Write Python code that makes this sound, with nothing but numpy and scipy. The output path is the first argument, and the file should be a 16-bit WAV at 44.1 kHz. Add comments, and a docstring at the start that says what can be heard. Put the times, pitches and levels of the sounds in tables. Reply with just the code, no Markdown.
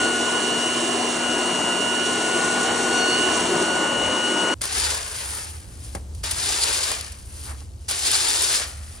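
"""A patio: a two-stroke leaf blower at full throttle drives dry leaves, with two microphone ports close by.
Fan and exhaust are sines on multiples of shaft speed; air, gusts and leaves are filtered noise and clicks.
The scene cuts to asphalt: a rake is dragged three times through leaves, its springy tines ringing from
random clicks, with boot steps and scuffs of decaying noise and tones over a low distant rumble.
"""
import sys
import numpy as np
from scipy import signal
from scipy.fft import rfft, irfft
from scipy.io import wavfile

SR = 44100
rng = np.random.default_rng(int(sys.argv[2]) if len(sys.argv) > 2 else 0)


def transcribe(u):
    """Save the signal u as a 16-bit wav file named by the first command-line argument.

    u: samples, shape (n,) or (channels, n), limited to [-1, 1]; the rate is SR.
    q: integer samples, one column per channel.
    """
    v = np.clip(np.atleast_2d(u).T, -1, 1)
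    q = np.round(v * 32767).astype(np.int16)
    wavfile.write(sys.argv[1], SR, q)


N = 396900
T = np.arange(N) / SR
HZ = np.maximum(np.fft.rfftfreq(N, 1 / SR), 1)
CUT_S = 4.542  # the blower ends and the raking scene begins

# All levels are relative, before the mixing gains; spectrum levels are per Hz.
# air stream and exhaust: start_s, roar_db, blown_leaf_hiss_db, exhaust_hum_db
JET = [(0.0, -25, -30.6, -34), (0.13, -27, -31.5, -35), (1.3, -26.5, -32.5, -34.5), (1.84, -27, -33.1, -37),
       (2.45, -25, -31.5, -36), (3.46, -25, -30.5, -35), (3.91, -25.5, -35, -38.5), (4.31, -26.5, -33, -39),
       (4.53, -25.5, -34.1, -42)]
# spectrum of the bulk of the heap: freq_hz, level_db
LEAF_BULK = [(100, -16), (200, 0.5), (330, -1.5), (600, -1), (850, 0.5), (1700, 1), (2400, -3), (4000, -28),
             (8000, -67)]
# spectrum of tines scraping through leaves: freq_hz, level_db
SCRAPE = [(900, -22.5), (2000, -13.5), (2800, -2.5), (3600, -3), (4700, 3), (5900, -0.5), (7000, -2),
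          (8100, -5.5), (9500, -9), (12000, -34)]
# spectrum of crisp leaf edges: freq_hz, level_db
CRISP = [(4000, -26), (7000, -14), (8300, -10), (9200, 3.5), (9900, 1), (10800, -10.5), (13000, -13.5),
         (15500, -24)]


def undb(db):
    """Decibels to gain."""
    return 10 ** (np.asarray(db) / 20)


def unit(x):
    """Scale to rms 1; of a mid-side pair the mid counts."""
    return x / np.sqrt(np.mean(np.atleast_2d(x)[0] ** 2))


def curves(rows):
    """Each column of a table, sample by sample."""
    s, *columns = np.transpose(rows)
    return [np.interp(T, s, c) for c in columns]


def over_hz(rows):
    """Each column of a table along log frequency."""
    f, *columns = np.transpose(rows)
    return [np.interp(np.log(HZ), np.log(f), c) for c in columns]


def colour(x, spectrum):
    """Filter by (Hz, dB) points, keeping the power of white noise."""
    return irfft(rfft(x) * unit(undb(over_hz(spectrum)[0])), N)


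def ring(x, modes):
    """Pass through a set of resonances (Hz, width Hz, dB) and scale to rms 1."""
    response = sum(undb(db) / (1 + 1j * (HZ ** 2 - f ** 2) / (HZ * width)) for f, width, db in modes)
    return unit(irfft(rfft(x) * response, N))


def walk(rate):
    """Smooth chance with spread 1 that changes about rate times a second."""
    return unit(irfft(rfft(rng.standard_normal(N)) * np.exp(-(HZ / rate) ** 2), N))


def noise():
    """Unrelated mid and side noise."""
    return rng.standard_normal((2, N))


def hump(middle, half_length):
    """A smooth rise and fall that peaks at 1."""
    return np.exp(-((T - middle) / half_length) ** 2)


def burst(start, t60, rise):
    """Envelope of a blow: quick rise, exponential fall."""
    age = np.maximum(T - start, 0)
    return (1 - np.exp(-age / rise)) * undb(-60 * age / max(t60, .005))


def clicks(rate, spread_db):
    """Random clicks as mid and side, exponentially spread in dB, with random signs in each."""
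    size = undb(spread_db * np.minimum(rng.exponential(size=N), 5))
    size = size * (rng.random(N) < rate / SR)
    return unit(size * rng.choice([-1, 1], (2, N)))


def crackle(rate, spread_db, smear_db, smear_s):
    """Leaf fractures: each rings briefly in its own octave, then scatters through the pile as a short hiss."""
    out, keep = 0, np.exp(-1 / (smear_s * SR))
    for f in np.geomspace(400, 12800, num=6):
        grains = clicks(rate, spread_db) * undb(1.74 * walk(28))  # leaves of one size break in clusters
        scatter_power = signal.lfilter([1 - keep], [1, -keep], grains[0] ** 2)
        scatter = np.sqrt(scatter_power) * noise()
        octave = 1 + 1j * (HZ / f - f / HZ) * np.sqrt(2)
        out = out + rfft(grains + undb(smear_db) * scatter) / octave
    return unit(irfft(out, N))


def echo(x, strength, dull_hz):
    """A duller copy follows by a few ms; its comb slides as the source moves. 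The sum is scaled to rms 1."""
    # lag of the first reflection behind the direct sound: start_s, lag_ms
    lags = [(0, 2.8), (1.2, 2.98), (1.7, 3.05), (2.4, 2.73), (3.2, 2.79), (3.9, 3.39), (4.5, 3.15),
            (5.0, 1.77), (6.3, 3.37), (6.6, 2.2), (7.0, 1.58), (8.0, 2.74), (8.3, 2.3), (8.7, 1.56)]
    lag = curves(lags)[0] * SR / 1000  # in samples
    dull = irfft(rfft(x) / (1 + (HZ / dull_hz) ** 2), N)
    late = np.array([np.interp(np.arange(N) - lag, np.arange(N), channel) for channel in dull])
    return unit(x + strength * late)


def ports(pair, place):
    """Mid and side to left and right; the side is partly a louder or earlier copy of the mid."""
    side_db, lean, lead = over_hz(place)
    mid, loose = rfft(pair)
    diffuse = np.sqrt(np.clip(1 - lean ** 2 - lead ** 2, 0, 1))
    copied = (lean + 1j * lead) * mid
    side = undb(np.minimum(side_db, 10)) * (copied + diffuse * loose)
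    return irfft(np.array([mid + side, mid - side]), N)


def rumble():
    """Low filtered noise with one resonant note drones restlessly from far away, under the raking."""
    # spectrum of the wash: freq_hz, level_db
    wash_spectrum = [(20, -52), (35, -12), (48, -10), (60, -2), (73, -0.5), (88, -7.5), (108, -8.5),
                     (135, -21), (200, -24), (350, -28.5), (900, -40), (2000, -49), (9500, -45),
                     (15000, -63)]
    # strongest note: freq_hz, width_hz, level_db
    drone_note = [(74, 7.8, 0)]
    # the rumble sinks during the rake's pulls: start_s, level_db
    rumble_level = [(4.6, -38), (5.2, -40.5), (5.7, -35), (6.35, -34), (6.75, -41), (7.55, -35.5),
                    (8.25, -43), (9.0, -37)]
    wash = colour(noise(), wash_spectrum)
    drone = unit(unit(wash) + undb(-10.5) * ring(wash, drone_note))
    running = np.clip((T - CUT_S) / 0.0032, 0, 1)
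    return drone * undb(curves(rumble_level)[0]) * running


def steps():
    """Rubber boots land: the sole slaps as decaying noise, the hollow boot rings, the yard walls answer."""
    # boots on the paving, heel then sole: start_s, level_db, t60_s
    footfalls = [(5.9494, -24, 0.083), (5.965, -34, 0.07), (7.616, -43, 0.062)]
    # spectrum of the slapping sole: freq_hz, level_db
    sole_spectrum = [(40, -22), (100, 16), (200, 0), (500, 1), (750, 0), (1050, -4), (1400, -9),
                     (2200, -11), (3200, -25), (5000, -26), (12000, -42)]
    # ring of the hollow boot: freq_hz, level_db, t60_s
    boot_modes = [(84, 2, 0.12), (178, -6.5, 0.09), (560, -1.5, 0.043), (786, -7.5, 0.045),
                  (1080, -11, 0.05), (1610, -15, 0.05), (2140, -16, 0.077)]
    yard_db, yard_t60_s, rise_s = -16, 0.3, .0005
    slap, body = 0, 0
    boot = sum(undb(db) * burst(0, t60, rise=.5 / f) * np.sin(2 * np.pi * f * T)
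               for f, db, t60 in boot_modes)
    for s, db, t60 in footfalls:
        answer = undb(yard_db) * burst(s, yard_t60_s, rise=0.012)
        slap = slap + undb(db) * np.hypot(burst(s, t60, rise=rise_s), answer)
        body = body + undb(db) * np.interp(T - s, T, boot, left=0)
    return undb(-3.5) * colour(noise() * slap, sole_spectrum) + np.outer([1, 0], body)


def scuffs():
    """A boot slides over grit: noise swells as it presses harder, then stops short."""
    # slides: stop_s, level_db, swell_db_per_s
    slides = [(7.489, -45.5, 330), (7.518, -42.5, 260), (7.553, -53, 300), (7.622, -57, 250)]
    # spectrum of the grit: freq_hz, level_db
    grit_spectrum = [(100, -20), (300, -5), (700, -3), (1050, 0), (1500, -3), (2200, -7), (3000, -19),
                     (10000, -45)]
    fade_db_per_s = 650
    sliding = sum(undb(db + np.minimum(swell * (T - stops), fade_db_per_s * (stops - T)))
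                  for stops, db, swell in slides)
    return sliding * colour(noise(), grit_spectrum)


def sharp_cracks():
    """Tines springing free, stalks breaking, the rake landing, a boot striking: bright noise, duller knock."""
    # sharp cracks: start_s, level_db, t60_s, low_part_relative_db
    cracks = [(4.615, -12.5, 0.033, 2), (4.6375, -16.5, 0.042, 7), (4.653, -15, 0.034, 2),
              (4.7815, -15, 0.047, -19), (4.7985, -9, 0.014, -15), (4.975, -15, 0.015, -16),
              (4.988, -31, 0.02, -16), (5.949, -23, 0.049, -15), (6.1475, -33, 0.043, -17),
              (6.2368, -27.5, 0.06, 12), (6.309, -14, 0.081, -3), (6.4605, -11, 0.014, -6),
              (6.5625, -21, 0.018, -8), (6.64, -11, 0.018, -10), (6.7282, -12, 0.022, -8),
              (6.7746, -12, 0.016, -4), (6.915, -15, 0.04, 7), (7.009, -15, 0.019, -6),
              (7.119, -27.5, 0.043, -12), (7.886, -18, 0.05, -8), (7.909, -12.5, 0.053, -0.5),
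              (8.113, -9.5, 0.04, -12), (8.284, -14, 0.054, -18), (8.42, -10, 0.035, -14),
              (8.5264, -12, 0.018, -3)]
    bright, dull = np.zeros(N), np.zeros(N)
    for s, db, t60, low_db in cracks:
        envelope = undb(db) * burst(s, t60, rise=0.0011)
        bright += envelope
        dull += undb(low_db) * envelope
    crack = noise() * bright
    knock = undb(-17.5) * colour(noise() * dull, LEAF_BULK)
    return undb(-11.5) * colour(crack, SCRAPE) + undb(-9.0) * colour(crack, CRISP) + knock


def pull(lands, full, eases, fade_db_per_s):
    """The head drops and crushes leaves; the pull builds, holds and fades."""
    swell_db = 14.5  # rise between landing and full force
    build_db = swell_db * np.clip((T - full) / (full - lands), -1, 0)
    drag = undb(build_db - fade_db_per_s * np.maximum(T - eases, 0)) * (T > lands)
    landing = undb(-1.5) * burst(lands, t60=0.61, rise=0.0091)
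    return np.hypot(drag, landing)


def raking():
    """Strength of the scrape, of the leaves' bulk and of their crisp edges over all pulls and sweeps."""
    # pulls: land_s, full_force_s, ease_off_s, level_db, fade_db_per_s, bulk_relative_db, crisp_relative_db
    strokes = [(4.61, 4.76, 4.91, -28.5, 76, -5, -5), (6.233, 6.447, 6.893, -27.5, 85, -7.5, -5.5),
               (7.882, 8.058, 8.575, -25.2, 127, -10, -6)]
    # light sweeps nudging the heap: middle_s, half_length_s, level_db, bulk_relative_db, crisp_relative_db
    sweeps = [(5.27, 0.25, -36.5, -4.5, 1), (5.72, 0.17, -55, -8, 2), (5.885, 0.095, -48.5, -10, 2),
              (6.196, 0.054, -56, -22, -2), (7.26, 0.17, -56.5, -14, 5), (7.372, 0.07, -48, -8.5, 2),
              (7.467, 0.059, -42.5, -15, 2), (7.595, 0.065, -52.5, -12, -1), (7.863, 0.07, -59, -10, 0),
              (8.934, 0.41, -50.5, -3, 1)]
    tumble_s = 0.047  # the bulk keeps moving this much longer than the tines
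    power = np.zeros((3, N))
    for lands, full, eases, db, fade, bulk_db, crisp_db in strokes:
        tines = pull(lands, full, eases, fade)
        heap = pull(lands, full, eases + tumble_s, fade)
        parts = np.array([tines, undb(bulk_db) * heap, undb(crisp_db) * tines])
        power += (undb(db) * parts) ** 2
    for middle, half_length, db, bulk_db, crisp_db in sweeps:
        levels = undb([db, db + bulk_db, db + crisp_db])
        power += np.outer(levels, hump(middle, half_length)) ** 2
    return np.sqrt(power) * undb(0.5 * walk(11))  # the force wobbles slowly


def raked_leaves(force, bulk_force, crisp_force):
    """Leaves crackle under the tines in scrape, bulk and crisp bands; faint ticks of settling run below."""
    crushing = crackle(rate=1200, spread_db=1.5, smear_db=0.5, smear_s=0.0071)
    lone_cracks = crackle(rate=70, spread_db=0.5, smear_db=0.5, smear_s=0.001)
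    leaves = unit(crushing + undb(-10.5) * lone_cracks)
    grip = undb(0.9 * walk(110))  # the tines catch and slip many times a second
    scrape = undb(-3.0) * grip * force * colour(leaves, SCRAPE)
    bulk = undb(-1.5) * bulk_force * echo(colour(leaves, LEAF_BULK), strength=.45, dull_hz=2490)
    crisp = undb(-2.5) * grip * crisp_force * colour(leaves, CRISP)
    settling = undb(-68) * colour(lone_cracks, SCRAPE) * (T > CUT_S)
    return scrape + bulk + crisp + settling


def tine_chatter():
    """Stick-slip clicks excite the springy tines and the fan-shaped head."""
    # resonances of the rake head: freq_hz, width_hz, level_db
    head_modes = [(377, 120, 2), (800, 45, 0)]
    # resonances of the tines, before each group's stretch: freq_hz, width_hz, level_db
    tine_modes = [(3605, 64, 7), (3980, 30, 6), (4280, 110, -1.5), (5010, 60, 7), (7300, 70, 7)]
    tines = 0
    # the tines fan out in length, so each group slips on its own and rings at its own pitch
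    for stretch in np.linspace(.955, 1.045, num=4):
        modes = [(f * stretch, width, db) for f, width, db in tine_modes]
        tines = tines + ring(clicks(rate=1200, spread_db=0.0), modes)
    head = ring(clicks(rate=2500, spread_db=3.0), head_modes)
    return undb(-5.0) * unit(tines) + undb(-18.5) * head


def tine_tips(ringing_force):
    """Tips skip over grit with short rings; in flurries several catch at once and rattle free."""
    # short ring of a tip: freq_hz, width_hz, level_db
    tip_modes = [(4640, 860, 0), (7000, 980, -5.5), (9100, 720, -7)]
    # flurries: middle_s, half_length_s, level_db
    flurries = [(4.801, 0.0091, -26), (4.847, 0.012, -24), (6.621, 0.018, -24), (6.638, .008, -24.5),
                (6.838, 0.0084, -23), (6.878, 0.0079, -32), (8.068, 0.014, -25), (8.15, 0.02, -22.5),
                (8.265, 0.027, -28), (8.56, .012, -35)]
    top_hz = 10300  # the ring dies away above this
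    ticks = undb(-6.5) * ring(clicks(rate=260, spread_db=1.5), tip_modes)
    catching = sum(undb(db) * hump(middle, half_length) for middle, half_length, db in flurries)
    rattle = catching * ring(clicks(rate=1500, spread_db=-1.5), tip_modes)
    return irfft(rfft(ringing_force * ticks + rattle) / np.hypot(1, (HZ / top_hz) ** 8), N)


def rake():
    """Tines stick and slip, shaking the head, skipping over grit and crushing leaves."""
    force, bulk_force, crisp_force = raking()
    press_db = -23  # scrape level at which the rake bears fully on the ground
    # the ringing grows faster than the scrape as the rake bears down
    ringing_force = force * np.sqrt(force / undb(press_db))
    leaves = raked_leaves(force, bulk_force, crisp_force)
    return leaves + ringing_force * tine_chatter() + tine_tips(ringing_force)


def gusts():
    """Gusts thrown back at the microphone: brief swells of low buffeting noise."""
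    # gusts: middle_s, half_length_s, level_db
    blasts = [(1.327, 0.066, -48), (3.403, 0.3, -48), (4.026, 0.1, -40)]
    # spectrum of the buffeting: freq_hz, level_db
    buffet_spectrum = [(20, -15), (40, -5), (75, 0), (130, -5), (300, -27), (1000, -71.5)]
    swell = sum(undb(db) * hump(middle, half_length) for middle, half_length, db in blasts)
    return colour(noise(), buffet_spectrum) * swell


def blown_leaves():
    """Air hisses over the ground and crackles the leaves; returns the hiss and its faint top."""
    # spectrum of the hiss: freq_hz, level_db
    hiss_spectrum = [(900, -23), (1800, -4.5), (2600, -2.5), (4100, -1.5), (4950, -9.5), (5500, 0),
                     (7200, 0), (8900, 0.5), (9800, -5), (10600, -20.5), (11500, -63)]
    # spectrum of the top of the hiss: freq_hz, level_db
    top_spectrum = [(8000, -57), (10500, 2), (12000, 1), (15500, -9)]
    hiss_db = curves(JET)[1]
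    crackling = crackle(rate=900, spread_db=1.5, smear_db=-2.0, smear_s=0.00091)
    leaves = undb(0.5) * noise() + undb(-4) * crackling
    hiss = colour(leaves, hiss_spectrum) * undb(hiss_db + 0.7 * walk(10.4))
    top_hiss = colour(leaves[1], top_spectrum) * undb(hiss_db - 15)
    return hiss, np.outer([1, -1], top_hiss)  # the top hiss goes to the side only


def tube():
    """Turbulence blows across the tube's resonances, which rise and sink separately, with the treble cut."""
    # hollow resonances of the blower tube: freq_hz, width_hz, level_db
    tube_modes = [(186, 33, -18), (349, 64, -7.5), (733, 71, -11.5), (1060, 99, -11)]
    hollow, top_hz = 0, 2500
    for f, width, db in tube_modes:
        level_db = db + 1.13 * walk(1.2) + 2 * walk(13)  # slow swell, quicker churn
        hollow = hollow + ring(noise(), [(f, width, 0)]) * undb(level_db)
    return irfft(rfft(hollow) / (1 + (HZ / top_hz) ** 4), N)


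def air_roar():
    """Turbulent air roars from the nozzle and off the paving, coloured by the hollow tube."""
    # spectrum of the roar: freq_hz, level_db
    roar_spectrum = [(25, -50), (60, -25.5), (120, -10), (170, -4), (255, -7), (305, -4), (380, -4),
                     (480, 2.5), (590, -3.5), (740, -6.5), (880, -3), (1070, -7.5), (1300, -8),
                     (1950, -10.5), (2500, -16.5), (5000, -31), (12000, -85)]
    stream = echo(colour(noise(), roar_spectrum), strength=.6, dull_hz=1480)
    air = undb(-1.02) * stream + tube()
    return air * undb(curves(JET)[0] + 0.67 * walk(19))


def whine():
    """Twelve fan blades sing over the engine's orders; their octave beats against the order just below it."""
    # shaft speed, before slight jitter: start_s, speed_hz
    shaft_speed = [(0, 121.28), (1.3, 121.47), (2.0, 121.39), (2.82, 121.3), (3.18, 122.62), (3.42, 122.62),
                   (3.7, 121.6), (4.1, 121.44), (4.5, 121.4)]
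    # fan tones, swelling apart as the blower swings: start_s, blade_db, lower_of_high_pair_db, upper_db
    fan_levels = [(0.03, -25, -32.5, -32.5), (0.15, -27.5, -41, -31.5), (0.63, -35, -35.5, -29),
                  (0.9, -39, -35.5, -35), (1.06, -48, -37, -33), (1.16, -36.5, -35.5, -42),
                  (1.27, -31.5, -34, -29.5), (1.43, -35, -34, -33.5), (1.52, -39.5, -33, -31.5),
                  (1.7, -33, -32.5, -29.5), (2.06, -30, -36, -29), (2.15, -31, -37, -34),
                  (2.35, -28, -35, -34.5), (2.47, -26, -37, -46.0), (2.55, -28.5, -35, -36),
                  (2.63, -29.5, -36, -41), (2.68, -30.5, -38, -31), (2.76, -31, -42, -36),
                  (2.83, -30, -34.5, -54), (2.95, -25, -33, -32), (3.25, -29.5, -30, -28.5),
                  (3.39, -30.5, -33, -37), (3.47, -41, -34, -35.5), (3.53, -31.5, -34, -40),
                  (3.63, -29, -33.5, -33), (3.78, -28, -36.5, -32.5), (3.95, -32, -37, -29.5),
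                  (4.27, -30.0, -38, -27), (4.51, -27.5, -39, -29)]
    # the other engine and fan lines, in the order of other_orders: level_db, full_flare_change_db
    other_levels = [(-44.5, 6), (-52, 0), (-44.5, -10), (-47.5, 13), (-47.5, 10), (-50, -3), (-48, -5)]
    # flares of the shrill overtones as the blower swings: middle_s, half_length_s, strength (0-1)
    flares = [(0.99, 0.087, 0.5), (3.0, 0.13, 0.8), (3.153, 0.069, 0.84), (3.34, 0.1, 0.45)]
    hum_order, fan_orders, other_orders = 2, [12, 23, 24], [3, 22, 25, 36, 48, 60, 72]
    sway_db, sway_per_s, shimmer_db = 3, 7, 1.0  # slow and quick wavering; orders below 20 waver less
    turn = 2 * np.pi * np.cumsum(curves(shaft_speed)[0] * (1 + 0.00058 * walk(22.0))) / SR
    flare = sum(strength * hump(middle, half_length) for middle, half_length, strength in flares)
    lines = [(hum_order, curves(JET)[2]), *zip(fan_orders, curves(fan_levels))]
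    for multiple, (db, flare_db) in zip(other_orders, other_levels):
        sway = sway_db * min(multiple / 20, 1) * walk(sway_per_s)
        lines.append((multiple, db + flare_db * flare + sway))
    out, flutter = np.zeros((2, N)), walk(43)  # one flutter shared by all lines
    for multiple, db in lines:
        angle = multiple * turn + rng.uniform(0, 2 * np.pi)
        shimmer = shimmer_db * min(multiple / 20, 1) * walk(24)
        gain = undb(db + 0.41 * flutter + shimmer)
        side_angle = angle + 2.0 * walk(1.17)  # the side drifts in phase
        out += gain * np.sqrt(2) * np.array([np.sin(angle), np.sin(side_angle)])
    return out


def blower():
    """Whine and exhaust, roaring air, blown leaves and gusts run together until the cut."""
    # between the ports: freq_hz, side_minus_mid_db, lean_left (-1..1), left_leads (-1..1)
    blower_place = [(100, -28, 0, 0), (300, -16, 0.086, 0.097), (666, -4, 0.69, 0.13),
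                    (1265, -7.5, 0.74, -0.88), (1940, -29.5, 0.15, -0.83), (2710, -3.5, -0.33, -0.39),
                    (4000, -10, 0.23, 0.48), (5000, 6, 0.1, 0.2), (6000, -33, 0.1, 0),
                    (7430, -6, -0.02, -.6), (10260, 3, 0, -1)]
    running = np.clip(np.minimum(T, CUT_S - T) / .002, 0, 1)
    hiss, top_hiss = blown_leaves()
    close = (whine() + air_roar() + hiss + gusts()) * running
    return ports(close, blower_place) + top_hiss * running


def scene():
    """Blowing first, raking after."""
    # between the ports: freq_hz, side_minus_mid_db, lean_left (-1..1), left_leads (-1..1)
    rake_place = [(40, -26, 0, 0.1), (100, -13.5, -0.3, 0.27), (400, -7, 0, 0.0011), (800, -1, 0.15, 0.47),
                  (1600, -2, 0.16, 0.066), (2520, -1, 0.52, 0.15), (4500, -5.5, .3, 0.73),
                  (6200, -6, 0.3, .2), (8300, 9, 0.37, 0.48), (9500, -1, 0.02, 0.78),
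                  (10200, -20, 0.082, 0)]
    ground = rumble() + steps() + scuffs()
    return ports(ground + sharp_cracks() + rake(), rake_place) + blower()


def record(dry):
    """The recorder cuts the top with a steep elliptic low-pass."""
    top_hz = 15800
    return signal.sosfilt(signal.ellip(10, .2, 80, top_hz, fs=SR, output="sos"), dry)


dry = scene()
out = record(dry)
transcribe(out)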